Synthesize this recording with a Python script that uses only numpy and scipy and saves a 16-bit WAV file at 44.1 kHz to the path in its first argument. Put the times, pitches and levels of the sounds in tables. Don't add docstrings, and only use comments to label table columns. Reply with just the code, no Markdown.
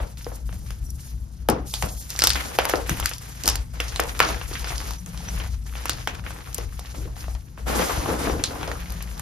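import sys
import numpy as np
from scipy import signal
from scipy.fft import rfft, irfft, next_fast_len
from scipy.io import wavfile
from scipy.ndimage import uniform_filter1d

SR = 44100
rng = np.random.default_rng(int(sys.argv[2]) if len(sys.argv) > 2 else 0)


def to_wav(sig):
    pcm = np.clip(np.atleast_2d(sig), -1, 1) * 32767
    pcm = np.round(pcm).astype(np.int16)
    wavfile.write(sys.argv[1], SR, pcm.T)


def gain_from_db(level_db):
    decades = np.asarray(level_db, float) / 20
    return 10 ** decades


N = 406161
OPPOSITE = np.array([[1], [-1]])


def unit(x):
    return x / np.sqrt(np.mean(x ** 2))


def ring(x, hz, width_hz):
    return signal.lfilter(*signal.iirpeak(min(hz, 0.4 * SR), hz / width_hz, fs=SR), x)


def band(x, lo_hz, hi_hz):
    return signal.sosfilt(signal.butter(3, [lo_hz, hi_hz], "band", fs=SR, output="sos"), x)


def walk(rate_hz):
    hold = int(SR / rate_hz)
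    steps = np.repeat(rng.standard_normal(N // hold + 1), hold)
    return 1.84 * uniform_filter1d(steps, hold)[:N]


def bump(t, middle_s, length_s):
    return np.cos(np.pi * np.clip((t - middle_s) / length_s, -0.5, 0.5))


def add(out, start_s, sound, peak_db, pan_db):
    i = int(start_s * SR)
    sound = sound[:, :N - i] / np.abs(sound).max()
    port_db = peak_db + pan_db * OPPOSITE / 2
    out[:, i:i + sound.shape[1]] += sound * gain_from_db(port_db)


# rise in s, fall in s, after-sound in dB, its t60 in s,
# share of it that differs between the ports.
BREAK_TAILS = [
    (0.00447, 0.0118, -8, 0.52, .3),
    (0.0007, 0.0025, -11, 0.32, 1),
    (0.00073, 0.0014, -11, 0.23, 0.91),
    (0.00066, 0.0012, -11.5, 0.19, 0.55),
    (0.00043, 0.00024, -8, 0.022, 0.8),
]
FIRST_CRACK = 1.2
PATTER_DB = 2.5


def burst(noise, rise_s, fall_s, after_db, t60_s, own, clean=1):
    t = np.arange(noise.shape[1]) / SR
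    swell = t ** 2 / (rise_s ** 2 + t ** 2)
    push = swell * np.exp(-t / fall_s)
    push = push / push.max()
    at_peak = np.arange(len(t)) == push.argmax()
    crack = at_peak * np.sqrt(np.sum(push ** 2)) * np.sign(noise[0, 0])
    held = noise[0, (t / (2 * fall_s)).astype(int)]
    patter = gain_from_db(PATTER_DB * np.tanh(held))
    after = gain_from_db(after_db) * swell * np.exp(-np.log(1000) * t / t60_s) * patter
    echoes = after * (noise[1] + own * noise[2] * OPPOSITE)
    return noise[0] * push + clean * FIRST_CRACK * crack + echoes


COARSE_DB = [23, 11.5, 3, -1, -2.5]
FAMILY_DB = [-12.5, -6, -3, -2, -2]
# t60 in s after letting go; coarse grains stop first, dust trickles on.
LET_GO_T60_S = [0.2, 0.39, 0.63, 0.8, 0.88]
CLOSE_S, SLIDE_IN_S = 0.0024, 0.025
BUILD_UP = 0.05


def handling(strokes, close_s):
    t = np.arange(N) / SR
    out = np.zeros((len(FAMILY_DB), N))
    t60_s = np.array(LET_GO_T60_S)[:, None]
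    for start_s, hold_s, force_db, coarse in strokes:
        part = slice(int(start_s * SR), int((start_s + hold_s + t60_s.max()) * SR))
        since_s = t[part] - start_s
        grip = np.clip(since_s / (close_s + BUILD_UP * hold_s), 0, 1)
        let_go = gain_from_db(-60 * np.maximum(since_s - hold_s, 0) / t60_s)
        level_db = force_db + np.array(FAMILY_DB) + coarse * np.array(COARSE_DB)
        out[:, part] += (grip * let_go * gain_from_db(level_db)[:, None]) ** 2
    return out


# start in s, hold in s, force in dB,
# coarseness (-1 powder, +1 lumps).
SQUEEZES = [(0.0, 0.005, -51.5, 0), (0.17, 0.1, -51, -0.56), (0.45, 0.092, -57, -1),
            (0.66, 0.014, -55.5, 0), (0.7, 0.013, -69, -4), (0.8, 0.27, -68.5, -6),
            (0.98, 0.076, -56, -0.6), (1.49, 0.081, -58, 2), (1.65, 0.3, -51, -4), (1.75, 0.092, -59, -0.5),
            (1.93, 0.14, -53.5, -0.5), (2.09, 0.043, -44.5, -0.4), (2.2, 0.14, -54, 0.87),
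            (2.348, 0.039, -39, .5), (2.39, 0.07, -45.5, .5), (2.45, 0.14, -46.5, .5),
            (2.6, 0.15, -45.5, 0.69), (2.685, 0.022, -38.5, 0.52), (2.75, .1, -47.5, .5),
            (2.86, 0.028, -43.5, 0.35), (2.88, 0.17, -41.5, 0.15), (3.2, 0.29, -49.5, 0),
            (3.44, 0.037, -44.5, 1.06), (3.73, 0.14, -52.5, 0.5), (3.79, 0.28, -47.5, 0.33),
            (4.21, 0.12, -41, 0.82), (4.47, 0.22, -44, 0.12), (4.64, 0.24, -45.5, 0.23),
            (5.06, .05, -54.5, .2), (5.12, 0.33, -48, 0.32), (5.47, 0.22, -71, -3), (5.655, 0.1, -53, 0),
            (5.74, 0.27, -49, 0.36), (6.08, 0.053, -51.5, 1), (6.24, 0.15, -50, 0.56),
            (6.45, 0.18, -51, 0.17), (6.7, 0.24, -55, -0.05), (6.94, 0.021, -48, 0.5),
            (6.96, .12, -84, 2.5), (7.15, 0.14, -51, -0.1), (8.73, 0.11, -52, 0), (8.85, 1, -51, 0.4),
            (8.91, 0.014, -61, -2), (4.06, 0.16, -45.5, 0.16)]
# start in s, hold in s, force in dB,
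# coarseness (-1 powder, +1 lumps).
SWEEPS = [
    (7.565, 0.017, -52.5, 0.63),
    (7.655, 0.077, -37, 0.93),
    (7.73, 0.1, -32.5, 0.83),
    (7.86, 0.096, -39.5, 0.37),
    (7.94, 0.12, -41, 0.93),
    (8.06, 0.1, -41, 1.32),
    (8.17, 0.11, -38, 1),
    (8.29, 0.12, -57.5, 1.85),
    (8.44, 0.3, -47, 0.96),
]
# centre in Hz, width in Hz, grains per s, size spread in dB, trim in dB,
# share that differs between the hands.
GRAINS = [
    (153, 380, 470, -0.5, -6, 0.1),
    (480, 1230, 900, 2, 0, 1),
    (1820, 1770, 1500, 4, 2, 0.87),
    (5720, 3500, 6300, 1.5, 3, 0.37),
    (9280, 7000, 3600, -0.5, 3.5, 0.64),
]
# low and high edge in Hz, steep outside.
FAMILY_EDGES_HZ = [(60, 544), (200, 1530), (600, 4800), (2600, 9500), (5000, 15500)]
STILL_DB = [-61, -64.5, -70, -65.5, -66.5]
SWEEP_UNEVEN = 0.5


def crumbs():
    kneading = handling(SQUEEZES, CLOSE_S)
    sweeping = handling(SWEEPS, SLIDE_IN_S)
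    uneven = np.where(sweeping[3] > kneading[3], SWEEP_UNEVEN, 1)
    force = np.sqrt(kneading + sweeping + gain_from_db(STILL_DB)[:, None] ** 2)
    out, grip = 0, walk(25)
    for family, level, edges_hz in zip(GRAINS, force, FAMILY_EDGES_HZ):
        hz, width_hz, rate, spread_db, trim_db, own = family
        hit = rng.random((2, N)) < rate / SR
        size_db = spread_db * uneven * np.minimum(rng.exponential(size=(2, N)), 5.0)
        grains = (hit * gain_from_db(size_db) + 0.38) * rng.standard_normal((2, N))
        both, apart = unit(band(ring(grains, hz, 0.99 * width_hz), *edges_hz))
        gain = level * gain_from_db(trim_db + uneven * (0.92 * grip + 1.72 * walk(60)))
        out = out + gain * (both + own * apart * OPPOSITE)
    return out


# centre in Hz, width in Hz, level in dB.
ROOM_MODES = [(57.9, 11.1, 0.5), (88.6, 13.2, -14), (118.7, 35, -10), (156, 119, -15.5), (41.4, 25, -10)]
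# middle in s, length in s, dB over the idle level.
SWELLS = [(0.01, 0.089, 19), (0.297, 0.17, 4.5), (0.546, 0.36, 13), (0.84, 0.38, 11), (1.191, 0.2, 11.5),
          (1.496, 0.44, 7.5), (1.846, 0.32, 8.5), (2.313, 0.28, 11.5), (2.76, 0.55, 7), (3.032, 0.091, 14),
          (3.56, 0.42, 11), (4.195, 0.99, 8), (4.737, 0.67, 7.5), (5.425, 0.74, 10), (5.94, 0.24, 6.5),
          (6.205, 0.3, 6), (6.678, 0.25, 10.5), (7.047, 0.25, 10.5), (7.27, 0.38, 7.5), (7.712, 0.33, 8.5),
          (8.004, 0.34, 10.5), (8.312, 0.46, 12.5), (8.89, 1, 7)]
IDLE_DB = -40
UPPER_RUMBLE_FOLLOWS = 0.27


def rumble():
    t = np.arange(N) / SR
    load_db = IDLE_DB + sum(rise_db * bump(t, s, length_s) for s, length_s, rise_db in SWELLS)
    out = 0
    for hz, width_hz, mode_db in ROOM_MODES:
        noise = rng.standard_normal((2, N))
        both, apart = unit(ring(ring(noise, hz, width_hz), hz, 2 * width_hz))
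        share = 1 if hz < 90 else UPPER_RUMBLE_FOLLOWS
        swell_db = np.mean(load_db) + share * (load_db - np.mean(load_db))
        out = out + gain_from_db(swell_db + mode_db) * (both + hz / 500 * apart * OPPOSITE)
    return band(out, 18, 300)


HISS_DB = -69.5


def air():
    both, apart = unit(band(rng.standard_normal((2, N)), 2500, 12000))
    return gain_from_db(HISS_DB) * (both + 0.6 * apart * OPPOSITE)


# start in s, ring in Hz, dull body peak in dB, crunch peak in dB.
ROLLING_KNOCKS = [(0.001, 570, -27, -37), (0.316, 563, -33, -56), (0.047, 700, -43, -63),
                  (2.355, 1100, -22, -17), (2.372, 1200, -31, -24.5), (4.705, 890, -29, -30),
                  (5.062, 490, -43, -41), (6.848, 1300, -38.5, -38), (6.868, 1300, -52, -42),
                  (7.075, 700, -39, -54.5), (7.575, 480, -35.5, -42), (7.666, 705, -30, -44),
                  (7.733, 334, -23.5, -42), (7.793, 510, -14.5, -43), (7.895, 1200, -19, -40),
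                  (8.058, 860, -21.5, -33), (8.087, 480, -19, -40), (8.125, 500, -22, -40),
                  (8.269, 494, -18.5, -38), (8.296, 480, -18, -28), (8.394, 405, -30, -32),
                  (8.507, 503, -26.5, -36), (8.555, 804, -31, -40), (8.591, 400, -41, -44),
                  (8.611, 400, -31, -35), (8.677, 497, -25.5, -33), (8.752, 1300, -31, -46)]
# start in s, ring in Hz, dull body
# peak in dB, crunch peak in dB.
KNOCKS = [(0.2653, 468, -24, -56), (0.4909, 200, -36, -38), (0.705, 197, -39, -32.5),
          (1.487, 800, -9, -19), (1.737, 865, -26, -23.5), (1.8233, 660, -15.5, -17),
          (2.151, 1380, -27, -34.5), (2.191, 1160, -26, -19), (2.219, 1420, -18, -20),
          (2.2374, 1520, -13.5, -15.5), (2.2701, 1120, -17, -19), (2.3027, 965, -31, -16.5),
          (2.5868, 573, -7, -10), (2.602, 670, -23, -24), (2.652, 960, -18.5, -18.5),
          (2.6947, 560, -20, -19.5), (2.7362, 480, -11.5, -22), (2.8931, 302, -22, -16.5),
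          (2.9968, 1180, -22.5, -30), (3.0262, 980, -25, -22.5), (3.057, 1350, -48, -15.5),
          (3.1127, 1180, -27, -24.5),
          (3.4762, 975, -19, -17), (3.488, 830, -28, -20), (3.5542, 202, -31, -24),
                 (3.801, 520, -25.5, -14), (3.96, 970, -29, -28.5), (3.995, 565, -10, -12.5),
                 (4.1925, 1468, -20, -19), (4.2016, 1340, -2.5, -3.5), (4.4129, 1390, -23.5, -25),
                 (4.512, 376, -30, -33), (4.5533, 493, -55, -24), (4.6429, 1320, -23.5, -22.5),
                 (4.7195, 935, -27, -32), (4.906, 990, -28, -35), (5.285, 523, -33.5, -27.5),
                 (5.3997, 988, -35, -28.5), (5.7534, 1170, -32, -27), (5.855, 1240, -19, -23.5),
                 (5.8937, 288, -24, -19.5), (6.073, 756, -18.5, -14.5), (6.264, 1380, -31, -25),
                 (6.584, 422, -25.5, -28), (6.7915, 786, -32, -39), (6.946, 790, -36, -40),
                 (7.241, 965, -39, -35), (7.2804, 730, -29.5, -58), (8.4405, 1420, -28, -25.5),
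                 (8.6291, 930, -26, -24), (8.7148, 961, -27, -30), (9.0055, 1120, -33.5, -32)]
KNOCK_WIDTH = 0.45
BODY_PAN_DB, CRUNCH_PAN_DB = -1.5, -1.2


def knocks(lumps, clean=1):
    out = np.zeros((2, N))
    for s, hz, body_db, crunch_db in lumps:
        noise, pan = rng.standard_normal((2, 3, 8192)), rng.standard_normal()
        push = burst(noise[0], *BREAK_TAILS[1], clean)
        body = band(ring(push, hz, KNOCK_WIDTH * hz) + 0.47 * push, 275, 1450)
        crunch = band(burst(noise[1], *BREAK_TAILS[2], clean), 1290, 3200)
        add(out, s, body, body_db + 3.5, BODY_PAN_DB * pan)
        add(out, s, crunch, crunch_db + 5.5, CRUNCH_PAN_DB * pan)
    return out


# start in s, peak in dB, pitch in Hz.
THUMPS = [
    (1.489, -11.5, 327),
    (1.829, -21.5, 157),
    (2.903, -15.5, 161),
    (4.198, -61, 100),
    (7.965, -21, 130),
    (0.002, -35.5, 201),
]


def thumps():
    out = np.zeros((2, N))
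    for s, peak_db, hz in THUMPS:
        blow = burst(rng.standard_normal((3, 8192)), *BREAK_TAILS[0], clean=0)
        add(out, s, band(blow, 0.13 * hz, 1.41 * hz), peak_db, 0)
    return out


# start in s, peak in dB, pitch in Hz.
POPS = [(0.172, -30, 3520), (0.318, -45, 710), (0.527, -26.5, 740), (2.647, -14, 2000), (3.005, -27, 1160),
        (3.882, -18, 5400), (4.036, -30, 740), (4.289, -9, 885), (4.473, -39, 956), (4.595, -18.5, 5550),
        (4.672, -17.5, 1560), (4.814, -17.5, 920), (4.935, -20, 5180), (5.438, -20.5, 1000),
        (5.463, -28, 705), (5.665, -33.5, 1800), (5.883, -18, 5000), (5.932, -17, 5300), (6.152, -21, 1170),
        (6.306, -22, 920), (6.387, -27, 1150), (6.473, -28, 1030), (6.725, -31, 1320), (6.858, -28, 3860),
        (7.166, -28, 790), (7.35, -25, 775), (8.858, -25.5, 2150), (8.92, -29, 1067), (8.968, -35, 1570),
        (9.196, -19.5, 1350)]
SPLINTER_HZ = [700, 1150, 1800, 2900, 4600, 6200]
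SPLINTERS_PER_S, SPLINTER_DB, SPLINTER_SPREAD_DB = 6.6, -2, 1.5


def pops():
    out = np.zeros((2, N))
    for s, peak_db, hz in POPS:
        noise, pan = rng.standard_normal((3, 2048)), rng.standard_normal()
        push = burst(noise, 0.00033, 0.0016, -6.5, 0.15, 0.74)
        pop = ring(push, hz, 0.61 * hz) + 0.089 * band(push, 680, 10300)
        add(out, s, pop, peak_db - 0.5, 2.0 * pan)
    force = np.sqrt(handling(SQUEEZES, CLOSE_S)[2])
    decay = np.exp(-1 / (0.0017 * SR))
    for hz in SPLINTER_HZ:
        hit = rng.random(N) < SPLINTERS_PER_S / SR
        size = gain_from_db(SPLINTER_SPREAD_DB * np.minimum(rng.exponential(size=N), 3.0))
        crack = signal.lfilter([1], [1, -decay], hit * size * force) * rng.standard_normal((2, N))
        both, apart = ring(crack, hz, 0.45 * hz) * gain_from_db(SPLINTER_DB) * np.sqrt(6000 / hz)
        out = out + both + 1.6 * apart * OPPOSITE
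    return out


# start in s, peak in dB, top-octave peak in dB.
SNAPS = [(0.2441, -31, -41), (0.7058, -30.5, -35), (0.904, -62, -28.5), (1.487, -19, -18.5),
         (1.499, -20, -16), (1.739, -16, -22), (1.8244, -21, -46), (2.103, -23.5, -25),
         (2.1617, -23.5, -44), (2.1905, -14.5, -13), (2.197, -14.5, -29), (2.2201, -6, -28),
         (2.238, -7, -7.5), (2.248, -16, -30), (2.271, -6.5, -11), (2.294, -20, -18),
         (2.303, -9, -21), (2.333, -18.5, -25), (2.587, -17, -19), (2.653, -22, -20),
         (2.6968, -20.5, -18.5), (2.756, -22.5, -42), (2.8947, -18.5, -17.5), (3.0002, -26, -18),
         (3.058, -12, -14.5), (3.072, -27, -34), (3.0928, -29, -22), (3.1348, -24.5, -57),
         (3.182, -30.5, -32),
         (3.436, -22.5, -29), (3.457, -18, -19), (3.467, -22, -22), (3.4772, -7.5, -7),
                (3.4873, -9, -14), (3.498, -27, -17), (3.556, -20.5, -22), (3.803, -21.5, -25),
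                (3.96, -18.5, -48), (3.9995, -18, -15.5), (4.1916, -19.5, -21), (4.202, -13, -18),
                (4.227, -20, -42), (4.2492, -21, -40), (4.5356, -27.5, -53), (4.644, -23.5, -46),
                (4.78, -21.5, -28), (4.9078, -28, -29), (5.061, -30.5, -38), (5.28, -41, -51),
                (5.8562, -24, -23), (5.895, -14, -18), (6.074, -24, -27), (6.545, -29, -19),
                (6.5814, -25.5, -26), (6.7937, -29.5, -30), (8.4383, -8.5, -36), (8.676, -29, -58),
                (8.903, -35, -35), (9.0248, -34.5, -26.5)]
SNAP_PAN_DB, TOP_PAN_DB = 4.2, 2.5


def snaps():
    out = np.zeros((2, N))
    for s, peak_db, top_db in SNAPS:
        noise, (tone, pan) = rng.standard_normal((2, 3, 3500)), rng.standard_normal(2)
        tear = burst(noise[0], *BREAK_TAILS[3])
        snap = band(ring(tear, 5200 + 500 * tone, 970) + 0.61 * tear, 2750, 8930)
        top = band(burst(noise[1], *BREAK_TAILS[4], clean=0), 6100, 14500)
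        add(out, s, snap, peak_db + 7.5, SNAP_PAN_DB * pan)
        add(out, s, top, top_db + 7.5, TOP_PAN_DB * pan)
    return out


# middle in s, length in s, level in dB.
DRONES = [
    (0.6, 0.35, -45),
    (5.2, 0.71, -42.5),
    (6.1, 0.78, -51),
    (7.8, 0.31, -42),
    (9.001, 0.98, -45),
]
DRONE_HZ, DRONE_WIDTH_HZ = 174.4, 23


def drone():
    t = np.arange(N) / SR
    level = sum(gain_from_db(db) * bump(t, s, length_s) for s, length_s, db in DRONES)
    hum = ring(rng.standard_normal(N), DRONE_HZ, DRONE_WIDTH_HZ)
    return level * unit(ring(hum, DRONE_HZ, DRONE_WIDTH_HZ))


# start in s, peak in dB, pitch in Hz.
SQUEAKS = [
    (0.855, -40.5, 5720),
    (0.885, -38, 5700),
    (4.975, -37.5, 5910),
    (5.274, -27.5, 5904),
]


def squeaks():
    out = np.zeros((2, N))
    for s, peak_db, hz in SQUEAKS:
        rub = rng.standard_normal(1200) * np.hanning(1200)
        note = ring(ring(np.tile(rub, (2, 1)), hz, 200), hz, 200)
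        add(out, s, note, peak_db, 0)
    return out


# start in s, peak in dB, pitch in Hz.
TICKS = [(2.206, -13, 4530), (2.2555, -14, 5200), (2.278, -13, 3500), (2.358, -20, 2500),
         (2.363, -16, 3500), (2.385, -22, 2500), (2.594, -10, 1310), (2.597, -13, 2200),
         (2.8617, -29, 1250), (2.9411, -25, 3000), (2.972, -19, 1500), (4.0235, -21, 1500),
         (4.037, -16.5, 7000), (4.055, -25, 900), (4.0861, -28, 1500), (4.1493, -29, 1500),
         (4.269, -16, 2000), (4.345, -22, 1500), (8.611, -26, 3590), (8.63, -20.5, 3500),
         (8.7152, -19, 3500), (8.807, -37, 2890), (8.92, -29, 5040), (8.922, -19, 10100),
         (8.9682, -30, 4000), (9.0076, -30, 6000), (9.075, -32, 2000), (9.178, -28, 5380),
         (9.1951, -13, 9890), (2.69, -22, 2500), (2.888, -25, 2500), (2.903, -24, 2500), (2.309, -21, 9000),
         (2.283, -21, 4500), (2.347, -14, 4000), (4.01, -25, 800), (4.297, -25, 2950), (8.7153, -11, 1690),
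         (4.628, -24, 2230), (4.881, -30, 1150), (5.133, -34, 912), (5.145, -31, 934), (5.175, -23, 3660),
         (5.205, -28, 861), (5.377, -33, 947), (5.695, -31, 2400), (5.726, -30, 1220), (5.797, -30, 1530),
         (5.877, -29, 1200), (6.195, -29, 1220), (6.24, -28.5, 1590), (6.362, -31, 991), (6.443, -33, 2210),
         (6.529, -29, 5110), (6.148, -29, 4500)]


def ticks():
    out = np.zeros((2, N))
    for s, peak_db, hz in TICKS:
        noise, pan = rng.standard_normal((3, 2048)), rng.standard_normal()
        click = burst(noise, 0.0004, 0.0009, -14, 0.069, 0.64)
        add(out, s, ring(click, hz, 0.51 * hz), peak_db, 2.9 * pan)
    return out


# centre in Hz, width in Hz, dB over the plain sound.
TABLE_TOP = [(294, 57, -2.5), (482, 42, -1.5), (808, 230, -10.5), (1380, 310, -18)]


def table_top(x):
    resonances = sum(gain_from_db(db) * ring(x, hz, width_hz) for hz, width_hz, db in TABLE_TOP)
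    return gain_from_db(-1.5) * (x + resonances)


# frequency in Hz, radians the left port lags.
PORT_PHASE = [(100, 0), (1500, .6), (5000, .9), (6500, 1.6), (8250, 3.14), (11800, 5.9), (16000, 7.6)]
# frequency in Hz, left minus right in dB.
PORT_LEFT = [(60, 4.5), (300, 3.5), (700, 2), (1500, 0.5), (5000, 0.4)]


def ports(x):
    size = next_fast_len(N)
    log_hz = np.log(np.arange(size // 2 + 1) * SR / size + 1)
    phase_hz, phase_rad = np.transpose(PORT_PHASE)
    level_hz, level_db = np.transpose(PORT_LEFT)
    lag_rad = np.interp(log_hz, np.log(phase_hz), phase_rad)
    left_db = np.interp(log_hz, np.log(level_hz), level_db)
    half = gain_from_db(left_db / 2) * np.exp(-0.5j * lag_rad)
    return irfft(rfft(x, size) * np.array([half, 1 / half]), size)[:, :N]


def scene():
    chalk = knocks(KNOCKS) + thumps() + crumbs()
    rolling = knocks(ROLLING_KNOCKS, clean=0)
    rest = rumble() + snaps() + squeaks() + air() + pops() + drone()
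    return ports(table_top(chalk + rolling) + rest + ticks())


# frequency in Hz, dB under the 5-12 kHz level.
HEARING = [(700, -40), (900, -12), (4200, -12), (4600, -40), (11000, -30), (13000, -17), (14500, -7),
           (16400, -1)]
MASK_DB = 4


def starve(x):
    frame = dict(nperseg=2048, noverlap=1024)
    hz, _, z = signal.stft([x[0] + x[1], x[0] - x[1]], SR, **frame)
    group = np.minimum(np.arange(len(hz)) // 24 * 24 + 12, len(hz) - 1)
    power = uniform_filter1d(np.abs(z) ** 2, size=24, axis=1)[:, group]
    total = power.sum(axis=0)
    settled = uniform_filter1d(power / total, size=5, axis=2) * total
    treble = power[:, (hz > 5000) & (hz < 12000)].mean(axis=(0, 1))
    sudden = treble > 2.5 * np.roll(treble, 1)
    maskable = (hz[:, None] > 6500) * ~sudden * (treble < 25 * np.median(treble))
    rival = settled[::-1] * gain_from_db(-2 * MASK_DB) * maskable
    limit_db = np.interp(hz, *np.transpose(HEARING), left=-90)
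    limit = gain_from_db(2 * limit_db)[:, None] * treble * np.where(sudden, 0.08, 1)
    keep = (settled > rival) & (power > limit)
    mid, side = signal.istft(z * keep, SR, **frame)[1][:, :N]
    return np.array([mid + side, mid - side]) / 2


def top_cut(x):
    return signal.sosfilt(signal.butter(12, 16440, fs=SR, output="sos"), x)


def record(dry):
    lowpass = signal.butter(3, 14500, fs=SR, output="sos")
    dull = signal.sosfilt(lowpass, np.clip(dry, -1, 1))
    return top_cut(starve(dull))


dry = scene()
out = record(dry)
to_wav(out)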